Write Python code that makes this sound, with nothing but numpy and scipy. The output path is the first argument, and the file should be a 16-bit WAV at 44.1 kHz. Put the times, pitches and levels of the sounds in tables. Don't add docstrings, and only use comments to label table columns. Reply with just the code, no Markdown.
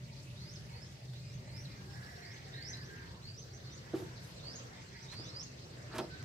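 import sys
import numpy as np
from scipy import signal
from scipy.fft import rfft, irfft
from scipy.io import wavfile

SR = 44100
rng = np.random.default_rng(int(sys.argv[2]) if len(sys.argv) > 2 else 0)


def put_to_file(sound):
    columns = np.atleast_2d(sound).T
    safe = np.clip(columns, -1, 1)
    whole_steps = np.round(safe * 32767)
    wavfile.write(sys.argv[1], SR, whole_steps.astype(np.int16))


N = 275272

# (t/s, f/Hz, level/dB)
CHIRP_CURVES = [
    [(0.357, 3560, -53), (0.38, 3870, -64.0), (0.404, 4120, -64.0), (0.429, 4430, -57), (0.452, 4800, -67),
     (0.476, 4880, -59), (0.501, 5380, -57), (0.523, 6050, -61), (0.546, 6770, -52.5)],
    [(0.718, 4110, -69), (0.739, 4300, -57), (0.762, 4530, -62.0), (0.785, 4740, -64), (0.806, 4910, -75),
     (0.83, 5300, -54), (0.853, 5280, -67), (0.874, 6040, -69), (0.895, 6620, -66.0)],
    [(1.121, 3350, -66), (1.15, 3790, -66), (1.181, 4090, -65), (1.212, 4400, -71), (1.24, 4690, -73),
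     (1.272, 4880, -65.0), (1.303, 5200, -65), (1.331, 6000, -68), (1.36, 6600, -67.5)],
    [(1.457, 3950, -73.0), (1.478, 4120, -70), (1.502, 4290, -65), (1.525, 4604, -65), (1.546, 4890, -62),
     (1.569, 5240, -59.0), (1.592, 5540, -57.0), (1.614, 5870, -65), (1.635, 6100, -55)],
    [(2.213, 4214, -58.0), (2.232, 4340, -59.0), (2.252, 4570, -60), (2.273, 4820, -65), (2.292, 5090, -62),
     (2.312, 5310, -62), (2.332, 5890, -64), (2.351, 6340, -65), (2.37, 6820, -72)],
    [(2.516, 3330, -70), (2.54, 3720, -57.5), (2.566, 4046, -59), (2.592, 4230, -58.0), (2.616, 4510, -56),
     (2.641, 4930, -61), (2.667, 5286, -50), (2.691, 5840, -52), (2.715, 6680, -50.5)],
    [(2.722, 3860, -62.0), (2.74, 4000, -50), (2.76, 4205, -65), (2.779, 4450, -56), (2.797, 4554, -68),
     (2.816, 4870, -58), (2.836, 5260, -69), (2.854, 5890, -60), (2.872, 6400, -64)],
    [(3.223, 4060, -54), (3.246, 4250, -58), (3.27, 4500, -59.0), (3.295, 4710, -55), (3.318, 4640, -70),
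     (3.342, 4800, -66), (3.367, 5100, -64), (3.389, 6000, -54), (3.412, 6410, -57.0)],
    [(3.662, 4400, -64.0), (3.674, 4370, -63), (3.688, 4690, -68.0), (3.701, 5170, -69.0),
     (3.713, 5530, -65), (3.726, 6060, -61), (3.74, 6170, -58), (3.752, 6610, -56), (3.764, 7230, -63)],
    [(4.386, 3530, -62), (4.409, 3700, -65), (4.433, 4070, -59), (4.458, 4520, -52), (4.48, 4700, -51),
     (4.505, 4940, -57), (4.53, 5300, -58), (4.552, 6170, -58), (4.575, 7080, -52)],
    [(4.937, 4130, -67.0), (4.949, 4230, -70), (4.963, 4550, -62), (4.976, 4710, -65.0), (4.988, 4830, -64),
     (5.002, 5020, -65.0), (5.015, 5340, -68), (5.028, 5880, -59), (5.04, 6300, -55)],
    [(5.066, 3530, -57), (5.092, 3820, -61), (5.12, 4110, -57), (5.148, 4380, -60), (5.174, 4650, -57.0),
     (5.201, 4800, -53.5), (5.229, 5210, -59), (5.255, 5970, -63), (5.281, 6650, -56)],
    [(5.242, 3370, -58), (5.266, 3750, -56.5), (5.293, 4070, -56), (5.319, 4370, -63), (5.344, 4550, -56),
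     (5.37, 4840, -48.5), (5.396, 5220, -56), (5.421, 5810, -53), (5.445, 6760, -54.0)],
]


def from_db(db):
    return 10 ** (np.asarray(db) / 20)


def rms_one(x):
    return x / np.sqrt(np.mean(x ** 2) + 1e-20)


def in_time(rows):
    s, *columns = np.transpose(rows)
    return [np.interp(np.arange(N) / SR, s, column) for column in columns]


def at_hz(points, hz):
    curve_hz, values = np.array(points)[:, 0], np.array(points)[:, 1]
    return np.interp(np.log(hz), np.log(np.maximum(curve_hz, 1)), values)


def drift(rate_hz):
    step = 40
    r = np.exp(-2 * np.pi * rate_hz * step / SR)
    coarse = rng.standard_normal(N // step + 2002)
    slow = signal.lfilter([1], [1, -2 * r, r * r], coarse)[2000:]
    return np.interp(np.arange(N) / step, np.arange(len(slow)), rms_one(slow))


def wavering(hz, width_hz):
    turn = 2 * np.pi * hz * np.arange(N) / SR
    return rms_one(drift(width_hz) * np.sin(turn) + drift(width_hz) * np.cos(turn))


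def banded_noise(spectrum, patchy_db, flicker_hz):
    # (f/Hz, likeness from -1 to 1)
    likeness = [(60, 1), (130, 0.95), (290, 0.84), (640, 0.05), (1410, -0.33), (3100, -0.044),
                (6820, -0.085), (15000, 0.015)]
    lowest, highest = spectrum[0][0], spectrum[-1][0]
    edges = np.geomspace(lowest, highest, round(3 * np.log2(highest / lowest)) + 1)
    out = 0
    white = rng.standard_normal((2, 2, N))
    for k, (low, high) in enumerate(zip(edges, edges[1:])):
        band = signal.butter(2, [low, high], "band", fs=SR, output="sos")
        mid, side = signal.sosfilt(band, white[k % 2])
        hz = np.sqrt(low * high)
        alike = np.clip(at_hz(likeness, hz), -1, 1)
        gain = from_db(at_hz(spectrum, hz) + patchy_db * drift(flicker_hz))
        out = out + gain * (np.sqrt(1 + alike) * mid + np.sqrt(1 - alike) * side * [[1], [-1]])
    return rms_one(out)


def piping(calls, flutter_db, waver, grain_db):
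    out = np.zeros(N)
    flutter, wobble, rasp = drift(60), drift(90), drift(260)
    for call in calls:
        a, b = round(call[0][0] * SR), min(round(call[-1][0] * SR), N)
        t = np.arange(a, b) / SR
        s, hz, db = np.transpose(call)
        pitch_hz = np.interp(t, s, hz) * (1 + waver * wobble[a:b])
        phase = 2 * np.pi * np.cumsum(pitch_hz) / SR
        fade = np.clip(np.minimum((t - s[0]) / .016, (s[-1] - t) / .008), 0, 1)
        level_db = np.interp(t, s, db) + flutter_db * flutter[a:b] + grain_db * rasp[a:b]
        out[a:b] += fade * from_db(level_db) * np.sqrt(2) * np.sin(phase)
    return out


def drone():
    # (f/Hz, width/Hz, level/dB re the rumble noise)
    machine_tones = [(66.1, 6.6, -14), (100.8, 3.4, -13), (126.1, 3.16, -4), (383, 10, -22.5)]
    return sum(from_db(db) * wavering(hz, width_hz) for hz, width_hz, db in machine_tones)


def machine_rumble(level_db):
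    # (f/Hz, relative density/dB per Hz)
    rumble_colour = [(12, -77), (25, -29), (53, -8), (128, 6.5), (143, 5), (199, -5), (260, -35),
                     (340, -30.5), (570, -120)]
    return from_db(level_db) * (banded_noise(rumble_colour, patchy_db=1.0, flicker_hz=2.8) + drone())


def yard_wash(level_db):
    # (f/Hz, relative density/dB per Hz)
    wash_colour = [(110, -40), (190, -7), (303, -3), (433, -4), (477, -6), (591, -4.5), (724, -15),
                   (964, -11), (1200, -13), (1910, -11), (3300, -31.5), (4290, -52), (7260, -120)]
    return from_db(level_db) * banded_noise(wash_colour, patchy_db=2.5, flicker_hz=3.7)


def twitter_bed(level_db):
    # (f/Hz, relative density/dB per Hz)
    twitter_colour = [(1530, -85), (2600, 7), (3280, 4), (4540, 8.5), (6090, 0.5), (7050, 3), (8250, -43.5),
                      (9500, -21), (12400, -63), (20900, -120)]
    return from_db(level_db) * banded_noise(twitter_colour, patchy_db=3.0, flicker_hz=22.0)


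def hiss():
    # (f/Hz, relative density/dB per Hz)
    hiss_colour = [(4410, -6), (7500, -6.5), (8190, -51), (9350, -30), (11000, -17), (13000, -16.5),
                   (15900, -19.5)]
    return from_db(-69) * banded_noise(hiss_colour, patchy_db=1.5, flicker_hz=8.3)


def hum():
    # (t/s, level/dB)
    hum_fader = [(0, -69.5), (.3, -67.5), (1.0, -75), (1.5, -65.5), (2.0, -78), (2.6, -88), (6.24, -77)]
    level_db, = in_time(hum_fader)
    return from_db(level_db) * wavering(hz=585, width_hz=31)


def flock(count):
    spans = [N / SR - .1, .04, 2300, .4, 5]
    lowest = [0, .02, 3600, .82, 0]
    draws = rng.random((count, 5)) * spans + lowest
    calls = [[(s, hz, db), (s + length, hz * glide, db)] for s, length, hz, glide, db in draws]
    return rms_one(piping(calls, flutter_db=3, waver=.02, grain_db=4))


def hoarse(hz, low_db):
    turn = 2 * np.pi * np.cumsum(hz) / SR

    def line(ratio, rate_hz):
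        return rms_one(drift(rate_hz) * np.sin(ratio * turn) + drift(rate_hz) * np.cos(ratio * turn))

    core, upper, lower = line(.95, 30), line(1.09, 40), line(.84, 40)
    breath = line(1.0, 320)
    low = line(.4, 40)
    lines = from_db(-8) * core + from_db(-11) * (upper + lower)
    return lines + from_db(-6.5) * breath + from_db(low_db - 10.0) * low


def fowl():
    # (start t/s, length/s, throat f/Hz at start, f/Hz at end, relative level/dB,
    #         relative low-partial level/dB)
    fowl_calls = [(0.235, 0.11, 2710, 2704, -59, -20), (0.444, .16, 2345, 2294, -68, -10),
                  (0.666, 0.2, 2297, 2412, -64, 10), (0.847, 0.23, 2703, 2597, -71, -20),
                  (1.201, 0.18, 2566, 2500, -61.5, -11), (1.5, 0.17, 2277, 2010, -58.5, 5),
                  (1.658, 0.19, 2253, 2148, -59.5, -3), (1.899, 0.32, 1748, 1801, -55, -5),
                  (2.134, 0.33, 1954, 2033, -55.5, -12), (2.499, 0.4, 1994, 1780, -54.5, -23),
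                  (2.818, 0.32, 1669, 1698, -56.5, -26), (3.816, 0.14, 1830, 1760, -57, -14),
                  (4.744, 0.11, 2250, 2237, -59.5, -10), (4.904, 0.15, 1938, 2160, -56.5, -18),
                  (5.123, 0.17, 2260, 1830, -81, 9), (6.13, 0.14, 1550, 1640, -64, -5)]
    attack_s, release_s = 0.12, 0.24
    t, gain = np.arange(N) / SR, np.zeros(N)
    s, length, from_hz, to_hz, db, low_db = np.transpose(fowl_calls)
    for start, end, top in zip(s, s + length, from_db(db)):
        ramp = np.minimum((t - start) / attack_s, (end - t) / release_s)
        swell = np.clip(ramp + .5, 0, 1) ** 2
        gain = np.maximum(gain, top * swell)
    ends = np.ravel([s, s + length - 1e-3], "F")
    throat_hz = np.interp(t, ends, np.ravel([from_hz, to_hz], "F"))
    calls = gain * hoarse(throat_hz, np.interp(t, ends, np.repeat(low_db, 2)))
    mutter = hoarse(2137 * (1 + .08 * drift(4)), low_db=7.0)
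    mutter_db = -72 + 5 * drift(3.3)
    return calls + from_db(mutter_db) * mutter


def noise_swells():
    # (middle t/s, length/s, rms level at the top/dB, centre f/Hz, width/octaves)
    swells = [(0.252, 0.081, -75, 11000, 0.3), (.62, 1, -75.5, 10500, 0.16),
              (1.587, 0.19, -68.5, 10800, 0.85), (2.048, 0.39, -66, 11640, 1.6),
              (2.8, 0.61, -74.5, 12100, 0.23), (3.996, 0.081, -62.5, 11900, 0.22),
              (3.947, 0.02, -55, 1190, 0.32), (3.98, 0.1, -58.5, 3500, 0.81),
              (4.268, 0.095, -63.5, 11340, 0.3), (5.135, 0.03, -53, 1169, 1.7),
              (5.959, 0.069, -50.5, 1010, 1.05), (5.96, 0.035, -55.5, 8000, 2.6),
              (5.993, 0.053, -40.5, 243, 0.15), (5.996, 0.036, -48, 1150, 0.26),
              (5.997, 0.025, -50, 3070, 0.67), (6.015, 0.076, -47.5, 637, 0.15),
              (5.96, 0.056, -60, 1490, 0.18)]
    t, out = np.arange(N) / SR, np.zeros(N)
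    grains = rng.standard_normal(N) * from_db(2.0 * drift(90))
    for s, length, db, centre_hz, octaves in swells:
        near = np.abs(t - s) < 1.5 * length
        count = near.sum()
        octaves_off = np.log2((np.fft.rfftfreq(count, 1 / SR) + 1) / centre_hz)
        colour = np.exp(-.5 * (octaves_off / octaves) ** 2)
        filtered = rms_one(irfft(rfft(grains[near]) * colour, count))
        swell = np.exp(-.5 * ((t[near] - s) / (length / 2.4)) ** 2)
        out[near] += from_db(db) * swell * filtered
    return out


def ticks():
    # (t/s, relative level/dB, decay to 1/e in ms)
    cracks = [(.232, -60, 1.0), (.579, -54, 1.0), (1.1356, -39, 1.4), (2.771, -37, 1.5),
              (5.9566, -32, 1.29), (5.962, -36, 1.5), (5.9823, -26.5, 4.5), (6.2273, -33.5, 0.84)]
    out, t_ms = np.zeros(N), np.arange(900) / SR * 1000
    for s, db, decay_ms in cracks:
        at = round(s * SR)
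        burst = rng.standard_normal(len(t_ms)) * np.exp(-t_ms / decay_ms) * from_db(db - 5)
        out[at:at + len(t_ms)] += burst[:N - at]
    return signal.lfilter(*signal.butter(1, [900, 6000], "band", fs=SR), out)


def chirps():
    drop_s, drop_ratio, drop_db = 0.035, 0.51, -3
    climbs = piping(CHIRP_CURVES, flutter_db=2, waver=.011, grain_db=3.5)
    drops = [[(s, hz, db + drop_db), (s + drop_s, hz * drop_ratio, db + drop_db - 8.5)]
             for *_, (s, hz, db) in CHIRP_CURVES]
    return climbs + piping(drops, flutter_db=3, waver=.05, grain_db=5)


def single_notes():
    # (start t/s, length/s, start f/Hz, end f/Hz, level/dB)
    glides = [(.39, .025, 5150, 5180, -68), (1.4, 0.08, 592, 605, -68), (1.73, .24, 815, 800, -72),
              (2.01, .09, 810, 790, -72), (1.749, .16, 1615, 1620, -71), (2.11, 0.19, 725, 690, -67),
              (1.885, .07, 5420, 5420, -66), (1.97, .28, 5480, 5620, -72), (2.015, .05, 4800, 4450, -66),
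              (3.522, 0.045, 5600, 5950, -64), (3.532, .05, 6200, 6400, -64), (1.95, .07, 1700, 1640, -66),
              (2.62, .1, 1830, 1790, -65), (2.66, .07, 2010, 1990, -66), (2.93, .1, 1620, 1590, -66),
              (3.667, 0.1, 3850, 3510, -70), (3.652, .035, 4450, 4200, -63), (4.35, .045, 3950, 4600, -65),
              (5.44, .08, 2950, 2540, -74), (5.79, 0.064, 4500, 6240, -69), (6.012, 0.025, 4700, 5250, -59),
              (6.09, .075, 1510, 1540, -63), (6.17, .06, 1500, 1560, -66), (6.13, 0.022, 3330, 4480, -61)]
    calls = [[(s, hz, db), (s + length, end_hz, db)] for s, length, hz, end_hz, db in glides]
    return piping(calls, flutter_db=2.5, waver=.011, grain_db=3.5)


def knocks():
    # (t/s, relative level/dB, contact time/ms)
    hits = [(3.9345, -29, 2.08), (3.953, -55, 0.66), (3.997, -42.5, 1.77), (4.019, -41, 2.2),
            (5.192, -51, 1.3), (5.938, -48, 0.68), (5.978, -44, 2.4), (5.987, -41, 0.54),
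            (6.006, -48, 0.94), (6.039, -52.5, 0.86)]
    # (f/Hz, relative level/dB, time to fall 60 dB/s)
    hood_modes = [(244, -5, 0.13), (321, 5.5, 0.13), (364, 8.5, 0.063), (392, -1.5, 0.2), (470, 0.5, 0.093),
                  (567, 0.5, 0.09), (700, 3.5, 0.044), (794, -4.5, 0.2), (904, 4, 0.066), (1020, -4, 0.069),
                  (1170, 5, 0.031), (1330, 1, 0.11), (1710, -31, 0.044)]
    out = np.zeros(N)
    for k, (hz, mode_db, t60) in enumerate(hood_modes):
        push = np.full(N, 1e-18)
        for s, db, contact_ms in hits:
            contact = np.hanning(max(round(contact_ms * SR / 1000), 3))
            at = round(s * SR)
            strength_db = db + mode_db - 2 + rng.normal(0, 1.0)
            push[at:at + len(contact)] += contact / contact.sum() * from_db(strength_db)
        r, w = from_db(-60 / (t60 * SR)), 2 * np.pi * hz / SR
        ring = signal.lfilter([0, np.sin(w)], [1, -2 * r * np.cos(w), r * r], push)
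        out += (-1) ** k * ring
    return signal.lfilter(*signal.butter(2, 120, "high", fs=SR), out)


def place(x, pan_db, lag):
    n = np.arange(N)
    left = np.interp(n - lag / 2, n, x) * from_db(pan_db / 2)
    right = np.interp(n + lag / 2, n, x) / from_db(pan_db / 2)
    return np.array([left, right])


def echoes(x):
    t60_s, onset_s = 0.24, 0.0031
    t = np.arange(round(.5 * SR)) / SR
    shared, *own = rng.standard_normal((3, len(t)))
    bass, treble = [signal.butter(2, 550, kind, fs=SR) for kind in ("low", "high")]
    tail = signal.lfilter(*bass, shared) + signal.lfilter(*treble, own)
    tail = tail * from_db(-60 * t / t60_s) * np.clip(t / onset_s, 0, 1)
    tail = tail / np.sqrt(np.sum(tail ** 2, axis=1, keepdims=True))
    return signal.fftconvolve(x[None], tail, axes=1)[:, :N]


def scene():
    # (t/s, then relative levels/dB of rumble, yard wash and twitter)
    yard_swell = [(0.0, -47, -64, -64), (0.2, -50, -63.5, -60.5), (0.5, -46.5, -62, -61.5),
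                  (1.0, -51.5, -63.5, -62.5), (1.3, -48.5, -62.5, -63), (1.8, -46, -60.5, -62),
                  (2.4, -52.5, -59.5, -59), (2.71, -49, -59.5, -61.5), (3.13, -49, -59, -61),
                  (3.4, -50, -62, -63), (3.75, -51, -59, -60.5), (4.03, -48, -56, -61),
                  (4.2, -50, -57, -58.5), (4.8, -53.5, -57.5, -60.5), (5.02, -50.5, -62, -60),
                  (5.23, -49, -56, -57.5), (5.47, -52, -58, -60.5), (6.24, -49, -55.5, -60.5)]
    rumble_db, wash_db, twitter_db = in_time(yard_swell)
    background = machine_rumble(rumble_db - 2.0) + yard_wash(wash_db + 1.5) + twitter_bed(twitter_db) + hiss()
    far = from_db(twitter_db - 7) * flock(count=700)
    hens = fowl()
    near = noise_swells() + ticks()
    tones = chirps() + single_notes()
    blows = knocks()
    direct = (place(hens, pan_db=-4.5, lag=-19.0) + place(near, pan_db=-2.0, lag=1.0)
              + place(tones, pan_db=-6.0, lag=-15.5) + place(blows, pan_db=-2.0, lag=-1.0))
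    scattered = (far + from_db(-6) * hens + from_db(-9) * near
                 + from_db(-1.2) * tones + from_db(-3.5) * blows)
    return background + hum() + direct + echoes(scattered)


def record(dry):
    return signal.sosfilt(signal.cheby2(20, 60, 16000, fs=SR, output="sos"), dry)


dry = scene()
out = record(dry)
put_to_file(out)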